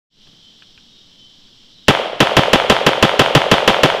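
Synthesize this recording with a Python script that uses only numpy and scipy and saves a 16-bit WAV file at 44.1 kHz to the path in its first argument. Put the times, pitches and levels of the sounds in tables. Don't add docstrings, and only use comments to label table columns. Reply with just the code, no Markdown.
import sys
import numpy as np
from scipy import signal
from scipy.fft import rfft, irfft
from scipy.io import wavfile

SR = 44100
rng = np.random.default_rng(int(sys.argv[2]) if len(sys.argv) > 2 else 0)


def dump(signal):
    limited = np.clip(np.atleast_2d(signal).T, -1, 1)
    pcm = np.round(limited * 32767).astype(np.int16)
    wavfile.write(sys.argv[1], SR, pcm)


N = 176400

# (time [s], crack [dB], boom [dB], push [dB], echo [dB])
SHOTS = [(1.8825, 0, -0.5, 13, 0.5), (2.204, -2, -3, 4, 0.5), (2.3675, -2, 1, 3.5, 1),
         (2.5322, -1.5, -1.5, 7, 0.5), (2.6984, -2, -2, 5, 0.5), (2.8652, -2.5, -4, -12, -1),
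         (3.0261, -2, 0.5, -7, 0.5), (3.1935, -1.5, -3.5, 4, 0.5), (3.3505, -1.5, 3, 0, 0),
         (3.5145, -2, -0.5, -1, 1), (3.6768, -2, -0.5, 3, 1), (3.8335, -2, -3, -3, 0.5)]


def amp(db):
    return 10 ** (np.asarray(db) / 20)


def unit(x):
    return x / np.sqrt(np.mean(x ** 2) + 1e-20)


def read(points, hz, column=1):
    table = np.array(points, float)
    return np.interp(np.log(hz + 1), np.log(table[:, 0] + 1), table[:, column])


def add(mix, start_s, sound):
    part = mix[max(round(start_s * SR), 0):][:len(sound)]
    part += sound[:len(part)]


def noise(spectrum, size):
    hz = np.fft.rfftfreq(size, 1 / SR)
    phases = np.exp(2j * np.pi * rng.random(len(hz)))
    return unit(irfft(amp(read(spectrum, hz)) * phases, size))


def drift(rate_hz, size):
    hz = np.fft.rfftfreq(size, 1 / SR)
    smoothing = np.exp(-(hz / rate_hz) ** 2) * (hz > 0)
    return unit(irfft(rfft(rng.standard_normal(size)) * smoothing, size))


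def burst(t, rise_s, hold_s, fall_s):
    return np.minimum(t / rise_s, 1) * np.exp(-np.maximum(t - hold_s, 0) / fall_s)


def shot_noises(spectrum, alike, size):
    common = noise(spectrum, size)
    return [alike * common + np.sqrt(1 - alike ** 2) * noise(spectrum, size) for _ in SHOTS]


def air():
    # (frequency [Hz], level [dB])
    spectrum = [(15, 11.5), (40, -8), (100, -2.5), (220, 1.5), (350, -7.5), (600, -15), (1500, -28),
                (4000, -22), (10000, -38.5), (15000, -37)]
    return amp(-54) * noise(spectrum, N)


def insects():
    # (frequency [Hz], level [dB])
    chorus = [(2000, -18), (2600, -15.5), (3100, 1.5), (3800, -3), (4600, -8.5), (5500, -7), (6500, -21.5),
              (7900, -23), (8600, -34), (15000, -45)]
    # (start [s], length [s], pitch [Hz], level [dB], pitch wander [Hz])
    trills = [(0.409, 0.17, 3085, -52.5, 5.7), (0.874, 0.21, 3740, -56, 20), (1.15, 0.198, 3070, -51, 6.6),
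              (1.68, 0.24, 3920, -56, 140)]
    out = amp(-49.5 + 0.44 * drift(60, N)) * noise(chorus, N)
    for start, length, hz, db, wander_hz in trills:
        t = np.arange(0, length, 1 / SR)
        phase = 2 * np.pi * np.cumsum(hz + wander_hz * drift(90, len(t))) / SR
        swell = np.sin(np.pi * t / length)
        roughness = 1 + 0.13 * drift(60, len(t))
        add(out, start, amp(db) * unit(swell * roughness * np.sin(phase)))
    return out


def stance():
    # (time [s], level [dB])
    thuds = [(.27, -47), (.329, -50)]
    # (frequency [Hz], level [dB])
    spectrum = [(50, -10), (170, -4), (280, 0), (500, -22), (1500, -22), (5000, -45)]
    out, t = np.zeros(N), np.arange(0, .08, 1 / SR)
    envelope = burst(t, rise_s=.003, hold_s=.003, fall_s=.022)
    for start, db in thuds:
        add(out, start, amp(db) * envelope * noise(spectrum, len(t)))
    return out


def rifle_action():
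    # (time [s], level [dB])
    clicks = [(.2687, -48), (0.6215, -34), (0.776, -37), (1.4814, -52.5), (1.6301, -54), (1.8216, -50)]
    # (frequency [Hz], level [dB])
    click_ring = [(200, -1), (800, -17), (1300, -1.5), (1750, 0.5), (2100, -20), (2500, 3.5), (3200, 0),
                  (4500, -20), (10000, -42)]
    out, t = np.zeros(N), np.arange(0, .06, 1 / SR)
    click_shape = burst(t, rise_s=.0014, hold_s=0, fall_s=.0054)
    for start, db in clicks:
        add(out, start, amp(db) * click_shape * noise(click_ring, len(t)))
    hammer_hz, lead_s, fall_s = 3180, .0076, .0019
    for start, *_ in SHOTS:
        ring = unit(drift(1350, len(t)) * np.sin(2 * np.pi * hammer_hz * t))
        add(out, start - lead_s, amp(-28.5) * np.exp(-t / fall_s) * ring)
    return out


def wood():
    # (frequency [Hz], level [dB], time to fall 60 dB [s])
    reverb = [(27.8, -15, 0.34), (130, -0.5, 0.5), (261, -10.5, 1.48), (414, 1.5, 1.04), (585, 4, 1.5),
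              (940, -0.5, 1.22), (1700, -5, 1.05), (2600, -4.5, 1.02), (3260, 1.5, 0.91),
              (3900, -9.5, 0.89), (6420, -22, 0.69), (8000, -29, 0.79), (10500, -33, 0.69),
              (15500, -40, .5)]
    out, t = np.zeros(N), np.arange(SR * 2) / SR
    rise = np.minimum(t / .024, 1)
    lumps = amp(1.1 * drift(113, len(t)))
    low_pass = signal.butter(2, 2470, fs=SR, output="sos")
    for (start, *_, echo_db), scatter in zip(SHOTS, shot_noises(reverb, alike=.88, size=len(t))):
        hz, age, bands = signal.stft(scatter, SR, nperseg=512)
        t60 = read(reverb, hz, column=2)[:, None]
        fade = np.exp(-np.log(1000) * age / t60)
        roll = signal.istft(bands * fade, SR)[1][:len(t)]
        low = signal.sosfiltfilt(low_pass, roll)
        high = roll - low
        add(out, start, amp(-15.5 + echo_db) * rise * (lumps * low + high))
    return out


def reflections():
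    # (delay [s], peak level [dB], low edge [Hz], high edge [Hz])
    echoes = [(.0048, 2.5, 191, 830), (.0262, 4.5, 330, 1280), (0.0282, -10, 129, 900),
              (.056, -7, 463, 1560), (0.0676, -3, 500, 2380), (0.0688, -4.5, 426, 1390),
              (.0904, -6.5, 376, 1100), (.1093, -9.5, 480, 1300), (.1143, -6.5, 444, 656),
              (.136, -14.5, 450, 800), (.147, -30.5, 452, 830), (.176, -16.5, 427, 736),
              (.215, -18.5, 417, 650), (.249, -12, 463, 710)]
    out = np.zeros(N)
    low_pass = signal.butter(2, 3870, fs=SR, output="sos")
    pulse = signal.sosfilt(low_pass, signal.unit_impulse(1024))
    for delay, db, low_hz, high_hz in echoes:
        band = signal.butter(2, [low_hz, high_hz], "band", fs=SR, output="sos")
        echo = signal.sosfilt(band, pulse)
        for start, *_, echo_db in SHOTS:
            add(out, start + delay, amp(db + echo_db) * echo / abs(echo).max())
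    return out


def gas_pushes():
    delay_s, rise_s, push_s = .0065, .0013, .00157
    out, t = np.zeros(N), np.arange(0, .06, 1 / SR)
    wave = np.minimum(t / rise_s, 1) * (1 - t / push_s) * np.exp(-t / push_s)
    for start, _, _, push_db, _ in SHOTS:
        add(out, start + delay_s, amp(push_db - 2) * wave)
    return signal.sosfilt(signal.butter(2, 75, "high", fs=SR, output="sos"), out)


def muzzle_blasts():
    # (frequency [Hz], level [dB])
    crack_spectrum = [(100, -23.5), (500, -2), (1050, -10.5), (2100, -8.5), (2850, -5), (3200, 0),
                      (3550, -7), (4100, -12), (5400, -15), (7500, -32), (10500, -27), (15500, -42)]
    # (frequency [Hz], level [dB])
    brush_spectrum = [(150, -2), (380, 3), (700, -3.5), (850, -1.5), (1000, 0.5), (1200, -3), (1550, -4),
                      (2100, -7), (3300, -3.5), (4200, -20.5), (7000, -27), (10500, -38.5), (15500, -40)]
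    # (frequency [Hz], level [dB])
    boom_spectrum = [(20, -25), (50, -16), (105, -0.5), (200, -1), (350, -3.5), (500, -9.5), (900, -16),
                     (3000, -57)]
    out, t = np.zeros(N), np.arange(0, .15, 1 / SR)
    cracks = shot_noises(crack_spectrum, alike=1, size=700)
    brushes = shot_noises(brush_spectrum, alike=.95, size=1600)
    booms = shot_noises(boom_spectrum, alike=.6, size=1800)
    crack_shape = amp(1.5) * np.exp(-t / .0058)
    brush_shape = amp(-3.5) * np.exp(-t / .03) * burst(t, rise_s=.005, hold_s=.029, fall_s=.0025)
    boom_shape = amp(-11) * burst(t, rise_s=.0031, hold_s=.027, fall_s=.003)
    for (start, crack_db, boom_db, _, _), crack, brush, boom in zip(SHOTS, cracks, brushes, booms):
        add(out, start, amp(crack_db) * crack_shape * np.resize(crack, len(t)))
        add(out, start, amp(crack_db) * brush_shape * np.resize(brush, len(t)))
        add(out, start, amp(boom_db) * boom_shape * np.resize(boom, len(t)))
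    return out


def scene():
    rifle = muzzle_blasts() + gas_pushes() + reflections() + wood() + rifle_action()
    return (rifle + stance() + insects() + air())[None]


def record(dry):
    open_s, fade_s, knee, top_hz = .1, .13, 8.2, 15600
    faded = dry * np.clip((np.arange(N) / SR - open_s) / fade_s, 0, 1)
    clipped = faded / (1 + abs(faded) ** knee) ** (1 / knee)
    low_pass = signal.firwin(255, top_hz, window=("kaiser", 8), fs=SR)
    return signal.oaconvolve(clipped, low_pass[None], "same")


dry = scene()
out = record(dry)
dump(out)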